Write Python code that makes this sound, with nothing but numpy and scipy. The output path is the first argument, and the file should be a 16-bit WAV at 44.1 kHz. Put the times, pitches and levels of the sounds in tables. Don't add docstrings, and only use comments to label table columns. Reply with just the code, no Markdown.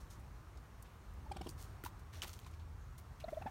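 import sys
import numpy as np
from scipy import signal
from scipy.fft import rfft, irfft
from scipy.io import wavfile
from scipy.ndimage import uniform_filter1d

SR = 44100
rng = np.random.default_rng(int(sys.argv[2]) if len(sys.argv) > 2 else 0)


def gain_from_decibels(decibels):
    exponent = np.asarray(decibels, float) / 20
    return 10 ** exponent


def to_wav(sig):
    pcm = np.clip(np.atleast_2d(sig), -1, 1) * 32767
    pcm = np.round(pcm).astype(np.int16)
    wavfile.write(sys.argv[1], SR, pcm.T)


N = 154350


def evened(x):
    return x / np.sqrt(np.mean(x ** 2) + 1e-20)


def read(points, hz):
    f, value = np.transpose(points)
    return np.interp(np.log(hz + 1), np.log(f + 1), value)


def add(mix, start, sound):
    part = mix[round(start * SR):][:len(sound)]
    part += sound[:len(part)]


def resonate(x, hz, width):
    turn = np.exp(2j * np.pi * np.cumsum(hz * np.ones(len(x))) / SR)
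    r = np.exp(-np.pi * width / SR)
    return 2 * (turn * signal.lfilter([1 - r], [1, -r], x / turn + 1e-18)).real


def chirp(row, first, last, peak, rough, throat):
    start, length, db, pitch_hz, overtones_db = row
    u = np.arange(0, length, 1 / SR) / length
    wobble, breath, shimmer = rng.standard_normal((3, len(u)))
    harsh = gain_from_decibels(overtones_db)

    rise = np.minimum(u / peak, 1)
    fall = np.clip((u - peak) / (1 - peak), 0, 1)
    hz = pitch_hz * (first + (1 - first) * np.sin(np.pi / 2 * rise) ** 1.275 + (last - 1) * fall)
    turns = np.cumsum(hz * (1 + 0.12 * harsh * evened(uniform_filter1d(wobble, 80)))) / SR

    folds = sum(np.cos(2 * np.pi * k * turns) for k in range(2, 13))
    puffs = evened(breath * (0.81 + np.exp(-(turns % 1) / 0.64)))
    rough = min(rough + 0.6 * harsh, 1)
    drive = (1 - rough) * evened(folds) + rough * puffs

    mouth = 1 + 0.03 * rng.standard_normal(len(throat))
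    overtones = 0
    for k, (f, width, gain_db) in enumerate(throat):
        ring = resonate(resonate(drive, f * mouth[k], width), f * mouth[k], width)
        overtones = overtones + (-1) ** k * gain_from_decibels(gain_db) * ring

    shimmer_db = 6 * harsh * evened(uniform_filter1d(shimmer, 60))
    tone = np.sqrt(2) * np.sin(2 * np.pi * turns) * gain_from_decibels(shimmer_db)
    tone = tone + gain_from_decibels(3) * harsh ** 2 * evened(resonate(resonate(puffs, hz, 300), hz, 300))
    tone_shape = (np.sin(np.pi / 2 * rise) * np.cos(np.pi / 2 * fall)) ** 1.34
    overtone_shape = np.sin(np.pi * u ** 1.16) ** 2
    return start, gain_from_decibels(db) * (tone * tone_shape + harsh * evened(overtones) * overtone_shape)


# start in seconds, length in seconds, level in dB, pitch in Hz, overtones in dB.
FIRST_TRILL = [
    (1.26, 0.02, -54.5, 900, -38),
    (1.312, 0.017, -42, 831, -10),
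    (1.361, 0.017, -48.5, 823, -5.5),
    (1.409, 0.0145, -48.5, 818, -3.5),
    (1.463, 0.0167, -53.5, 903, -2.5),
]
SECOND_TRILL = [
    (3.238, 0.015, -40.5, 655, -28),
    (3.277, 0.022, -43, 679, -12.5),
    (3.325, 0.017, -39, 624, -27.5),
    (3.367, 0.02, -38.5, 650, -26.5),
]
LAST_BURSTS = [
    (3.411, 0.0242, -52, 833, -3.5),
    (3.455, 0.0276, -41.5, 872, -11),
]
# centre in Hz, width in Hz, level in dB.
FIRST_THROAT = [(1400, 610, -2), (2400, 340, 1), (3060, 780, 1.5), (4320, 400, 0), (5240, 900, -2.5),
                (7440, 520, -1.5), (8850, 5100, -10)]
SECOND_THROAT = [(1450, 800, 0), (2200, 700, 0), (3700, 600, -17), (5200, 600, -20)]
LAST_THROAT = [(1500, 690, 10), (2540, 330, 3), (3480, 500, -4), (5140, 450, -10)]


def trills(mix):
    for row in FIRST_TRILL:
        add(mix, *chirp(row, first=1.08, last=0.88, peak=0.27, rough=0.17, throat=FIRST_THROAT))
    for row in SECOND_TRILL:
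        add(mix, *chirp(row, first=0.82, last=0.97, peak=0.5, rough=0.35, throat=SECOND_THROAT))
    for row in LAST_BURSTS:
        add(mix, *chirp(row, first=0.5, last=0.74, peak=0.52, rough=0.35, throat=LAST_THROAT))


# start in seconds, level in dB, pitch in Hz, rise in seconds, 60 dB decay in
# seconds.
KNOCKS = [(1.305, -55, 374, 0.0049, 0.1), (1.306, -56, 199, 0.0047, 0.046),
          (1.355, -55.5, 353, 0.0066, 0.12), (1.358, -48.5, 180, 0.0041, 0.049),
          (1.407, -43, 317, 0.0042, 0.026), (1.41, -50.5, 188, 0.0039, 0.12),
          (1.462, -38.5, 277, 0.0021, 0.013), (1.466, -53.5, 620, 0.0031, 0.018),
          (1.467, -54.5, 3200, 0.0022, .03), (1.468, -44, 340, 0.0057, 0.018),
          (1.488, -51.5, 327, 0.0019, 0.074), (1.490, -48, 4720, 0.0017, 0.014),
          (1.839, -43, 314, 0.0017, 0.024), (1.838, -46.5, 1400, 0.0024, .015),
          (1.8375, -67, 2650, 0.00078, .012), (1.852, -54.5, 890, 0.0043, 0.033),
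          (1.8605, -38.5, 964, 0.0034, 0.015), (1.861, -48.5, 1450, 0.0015, .015),
          (1.862, -61, 2670, 0.0028, 0.018), (1.870, -51, 1091, 0.0014, 0.017),
          (1.881, -61, 1070, 0.0036, .03), (2.175, -58.5, 621.5, 0.0024, 0.026),
          (2.2198, -35.5, 2970, 0.00022, 0.013), (2.234, -58, 357, 0.0045, 0.14),
          (2.234, -58, 1160, 0.0018, .03), (2.250, -49, 880, 0.0012, 0.023),
          (2.3307, -55, 4700, .0006, .01), (2.3903, -60, 3202, .0008, 0.014),
          (2.4628, -59, 2460, 0.00067, 0.011), (2.464, -53.5, 1040, 0.0016, 0.032),
          (2.288, -56, 1350, 0.0053, 0.017), (3.277, -51, 216, 0.009, 0.036),
          (3.321, -46, 374, 0.0024, 0.011), (3.411, -51, 303, 0.002, 0.017),
          (3.478, -48, 775, 0.0026, 0.041), (3.458, -43, 235, 0.0017, 0.042)]


def knocks(mix):
    for start, db, hz, rise, t60 in KNOCKS:
        t = np.arange(0, rise + t60, 1 / SR)
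        attack = np.sin(np.pi / 2 * np.minimum(t / rise, 1)) ** 2
        decay = gain_from_decibels(-60 * np.maximum(t - rise, 0) / t60)
        add(mix, start, np.sqrt(2) * gain_from_decibels(db) * attack * decay * np.sin(2 * np.pi * hz * t))


def grating(start, length, db, hz, spread, rise, fade_db):
    size = 8192
    chance, strength, sign, clumps = rng.random((4, size))
    hits = chance < 2500 / SR
    grits = hits * gain_from_decibels(-3.5 * np.log(strength + 0.16)) * np.sign(sign - 0.5)
    grits = grits + 0.8 * (sign - 0.5)
    grits = grits * gain_from_decibels(1.8 * evened(uniform_filter1d(clumps - 0.5, size=100)))
    f = np.fft.rfftfreq(size, 1 / SR)
    band = np.exp(-0.5 * (np.log2((f + 1) / hz) / spread) ** 2)
    skirt = gain_from_decibels(-14) * spread * (f > 500) / (1 + f / 9000)
    u = np.arange(size) / SR / length
    shape = np.minimum(u / rise, 1) * gain_from_decibels(fade_db * u ** 1.14)
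    return start, gain_from_decibels(db) * shape * evened(irfft(rfft(grits) * (band + skirt)))


# start in seconds, length in seconds, level in dB, centre in Hz, spread in octaves.
SCRAPES = [(0.195, 0.019, -68, 8000, 0.71), (.572, 0.0096, -63.5, 5000, 0.65),
           (0.824, 0.0072, -55, 9600, 0.78), (1.136, .012, -69, 11000, 0.91),
           (1.485, 0.027, -53, 7550, 0.57), (1.611, 0.023, -57, 7900, 1.), (1.639, 0.019, -63, 5000, 1.3),
           (1.8366, 0.012, -49, 14500, 0.83), (1.837, 0.0058, -51.5, 1500, 0.87),
           (1.846, 0.023, -49, 5000, 2.3), (1.857, 0.023, -53, 4500, 3.1), (1.992, 0.012, -62.5, 7000, 1.1),
           (2.2185, 0.008, -42.5, 4130, 0.88), (2.222, 0.028, -42, 2000, 1.46),
           (2.3296, 0.016, -52.5, 4670, 1.1), (2.390, 0.005, -53.5, 5807, 1.5),
           (2.413, 0.11, -68, 3500, 1.1), (2.462, 0.021, -58, 2100, 1.5), (2.508, 0.023, -69, 5500, 0.77),
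           (2.594, 0.025, -67, 3650, 0.61), (2.978, 0.02, -54.5, 8800, 1.9),
           (3.199, 0.019, -55.5, 2790, 1.1), (3.21, 0.02, -64, 2660, 0.16),
           (3.241, 0.0073, -53.5, 3970, 0.099)]


def scrapes(mix):
    for row in SCRAPES:
        add(mix, *grating(*row, rise=0.16, fade_db=-12))


# start in seconds, level in dB, centre in Hz, spread in octaves.
TICKS = [(1.4913, -46, 7000, 0.83), (1.607, -56, 7000, .8), (1.626, -53, 7000, 0.46),
         (1.6435, -57, 6000, 1.), (1.851, -58, 4530, 0.35), (2.2248, -60, 5000, 0.81),
         (2.235, -45, 3000, 0.73), (2.245, -44.5, 2200, 1.2), (2.268, -58, 11000, .6),
         (2.277, -55, 11500, .5), (2.2818, -49, 9000, .8), (2.289, -55, 11000, .7),
         (2.294, -51, 5000, 0.44), (2.301, -51, 8000, 0.93), (2.312, -59, 5500, 0.31),
         (2.3346, -63, 4445, 0.88), (2.348, -59, 10000, .9), (2.365, -63, 6000, .6),
         (2.399, -56, 8000, 0.9), (2.413, -58.5, 3200, 0.26), (2.434, -66, 3500, .6),
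         (2.447, -60, 3200, 0.48), (2.465, -63, 3000, 0.69), (2.471, -68, 4500, .9),
         (2.984, -57, 9000, 1.42), (3.201, -51.5, 2900, 0.42), (3.305, -67, 4500, .3),
         (3.346, -58, 3300, 0.14)]


def leaf_ticks(mix):
    for start, *row in TICKS:
        add(mix, *grating(start, 0.0015, *row, rise=0.16, fade_db=-7))


# start in seconds, length in seconds.
RUSTLE_SPANS = [(0., .04), (.098, .045), (.84, .06), (1.42, .11), (1.57, .11), (2.12, .1), (2.24, .27),
                (2.266, .05), (2.525, .04), (2.77, .17), (3.26, .2), (1.32, .2), (2.125, .08), (3.47, .04)]
# level in dB, centre in Hz,
# spread in octaves.
RUSTLE_COLOURS = [(-64.5, 5500, 0.97), (-56.5, 5900, 0.75), (-65, 1800, 0.84), (-64, 4400, 1.1),
                  (-58.5, 5200, 1.1), (-55, 1520, 1.6), (-63.5, 4700, 1.23), (-52.5, 1500, 2.2),
                  (-63, 2200, 1.2), (-76, 6500, 0.11), (-66.5, 2700, 2.3), (-67, 3400, 0.21),
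                  (-65, 5850, 0.088), (-58, 1300, 0.59)]


def rustles(mix):
    for span, colour in zip(RUSTLE_SPANS, RUSTLE_COLOURS):
        add(mix, *grating(*span, *colour, rise=0.25, fade_db=-13))


def fence(x):
    taps = np.zeros(8000)
    taps[np.arange(200, 7980, 20) + rng.integers(0, 20, 389)] = rng.choice([-1., 1.], 389)
    taps *= gain_from_decibels(-60 * np.arange(8000) / SR / 0.08)
    return signal.fftconvolve(x, taps / np.linalg.norm(taps))[:N]


def wash(spectrum, patchy_db, size):
    hz = np.fft.rfftfreq(size, 1 / SR)
    a, b, patches = rng.standard_normal((4 * N // size + 5, len(hz), 3)).T
    patches = evened(uniform_filter1d(uniform_filter1d(patches, 10, 0), 10, 1))
    db = read([(5, -90)] + list(spectrum), hz)
    z = (a + 1j * b) * gain_from_decibels(db[:, None] + patchy_db * patches)
    return evened(signal.istft(z, nperseg=size, noverlap=3 * size // 4)[1][:N])


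# frequency in Hz, density in dB per Hz.
HISS_SPECTRUM = [(82, -77), (140, 2.5), (234, -7), (433, -9.5), (518, -13), (1120, -8.5), (3210, -26),
                 (6560, -28), (16000, -35.5)]
RUMBLE_SPECTRUM = [(14, -22), (24, -22.5), (43, 2.5), (65, -0.5), (90, 1), (160, -13), (210, -43.5),
                   (350, -120)]
# time in seconds, level in dB.
HISS_LEVEL = [(0., 1.5), (.5, 0), (1.3, 0.5), (1.7, 1.5), (2.6, -1.5), (3.5, 2)]
RUMBLE_LEVEL = [(0., -48.5), (.25, -49.5), (.9, -55), (1.3, -48.5), (1.6, -50), (2.6, -51), (3.5, -49)]
# time in seconds, pitch in Hz, level in dB.
DRONE = [(0., 51.74, -58), (.7, 54.43, -57.5), (1.401, 60.8, -53.5), (1.75, 79.8, -62), (2.7, 79.64, -54.5),
         (3.5, 71.3, -73)]


def far_traffic():
    t = np.arange(N) / SR
    s, hz, db = np.transpose(DRONE)
    pitch = np.interp(t, s, hz)
    hum = np.sqrt(2) * np.sin(2 * np.pi * np.cumsum(pitch) / SR)
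    waver = evened(resonate(rng.standard_normal(N), pitch, width=13.0))
    drone = (0.54 * hum + 0.78 * waver) * gain_from_decibels(np.interp(t, s, db))
    rumble_db = np.interp(t, *np.transpose(RUMBLE_LEVEL)) - 2.5
    rumble = wash(RUMBLE_SPECTRUM, patchy_db=1., size=4096) * gain_from_decibels(rumble_db)
    hiss_db = np.interp(t, *np.transpose(HISS_LEVEL)) - 63
    hiss = wash(HISS_SPECTRUM, patchy_db=1., size=1024) * gain_from_decibels(hiss_db)
    return drone + rumble + hiss


def scene():
    near = np.zeros(N)
    trills(near)
    knocks(near)
    scrapes(near)
    leaf_ticks(near)
    rustles(near)
    return (near + gain_from_decibels(-17.5) * fence(near) + far_traffic())[None]


def roll_off(x):
    return signal.sosfilt(signal.butter(12, 16500, fs=SR, output="sos"), x)


# centre in Hz, width in Hz, depth in dB.
PORT_DIPS = [(4920, 144, -3), (7640, 370, -2.5), (10320, 540, -3.5)]


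def record(dry):
    f = np.fft.rfftfreq(N, 1 / SR)
    dips = gain_from_decibels(sum(db * np.exp(-0.5 * ((f - hz) / width) ** 2) for hz, width, db in PORT_DIPS))
    low_cut = 1 / (1 + (33.6 / (f + 1)) ** 6)
    top_edge = np.clip((15900 + 700 - f) / 800, 0, 1) ** 8
    mix = irfft(rfft(dry) * dips * low_cut * top_edge, N)
    return roll_off(mix)


dry = scene()
out = record(dry)
to_wav(out)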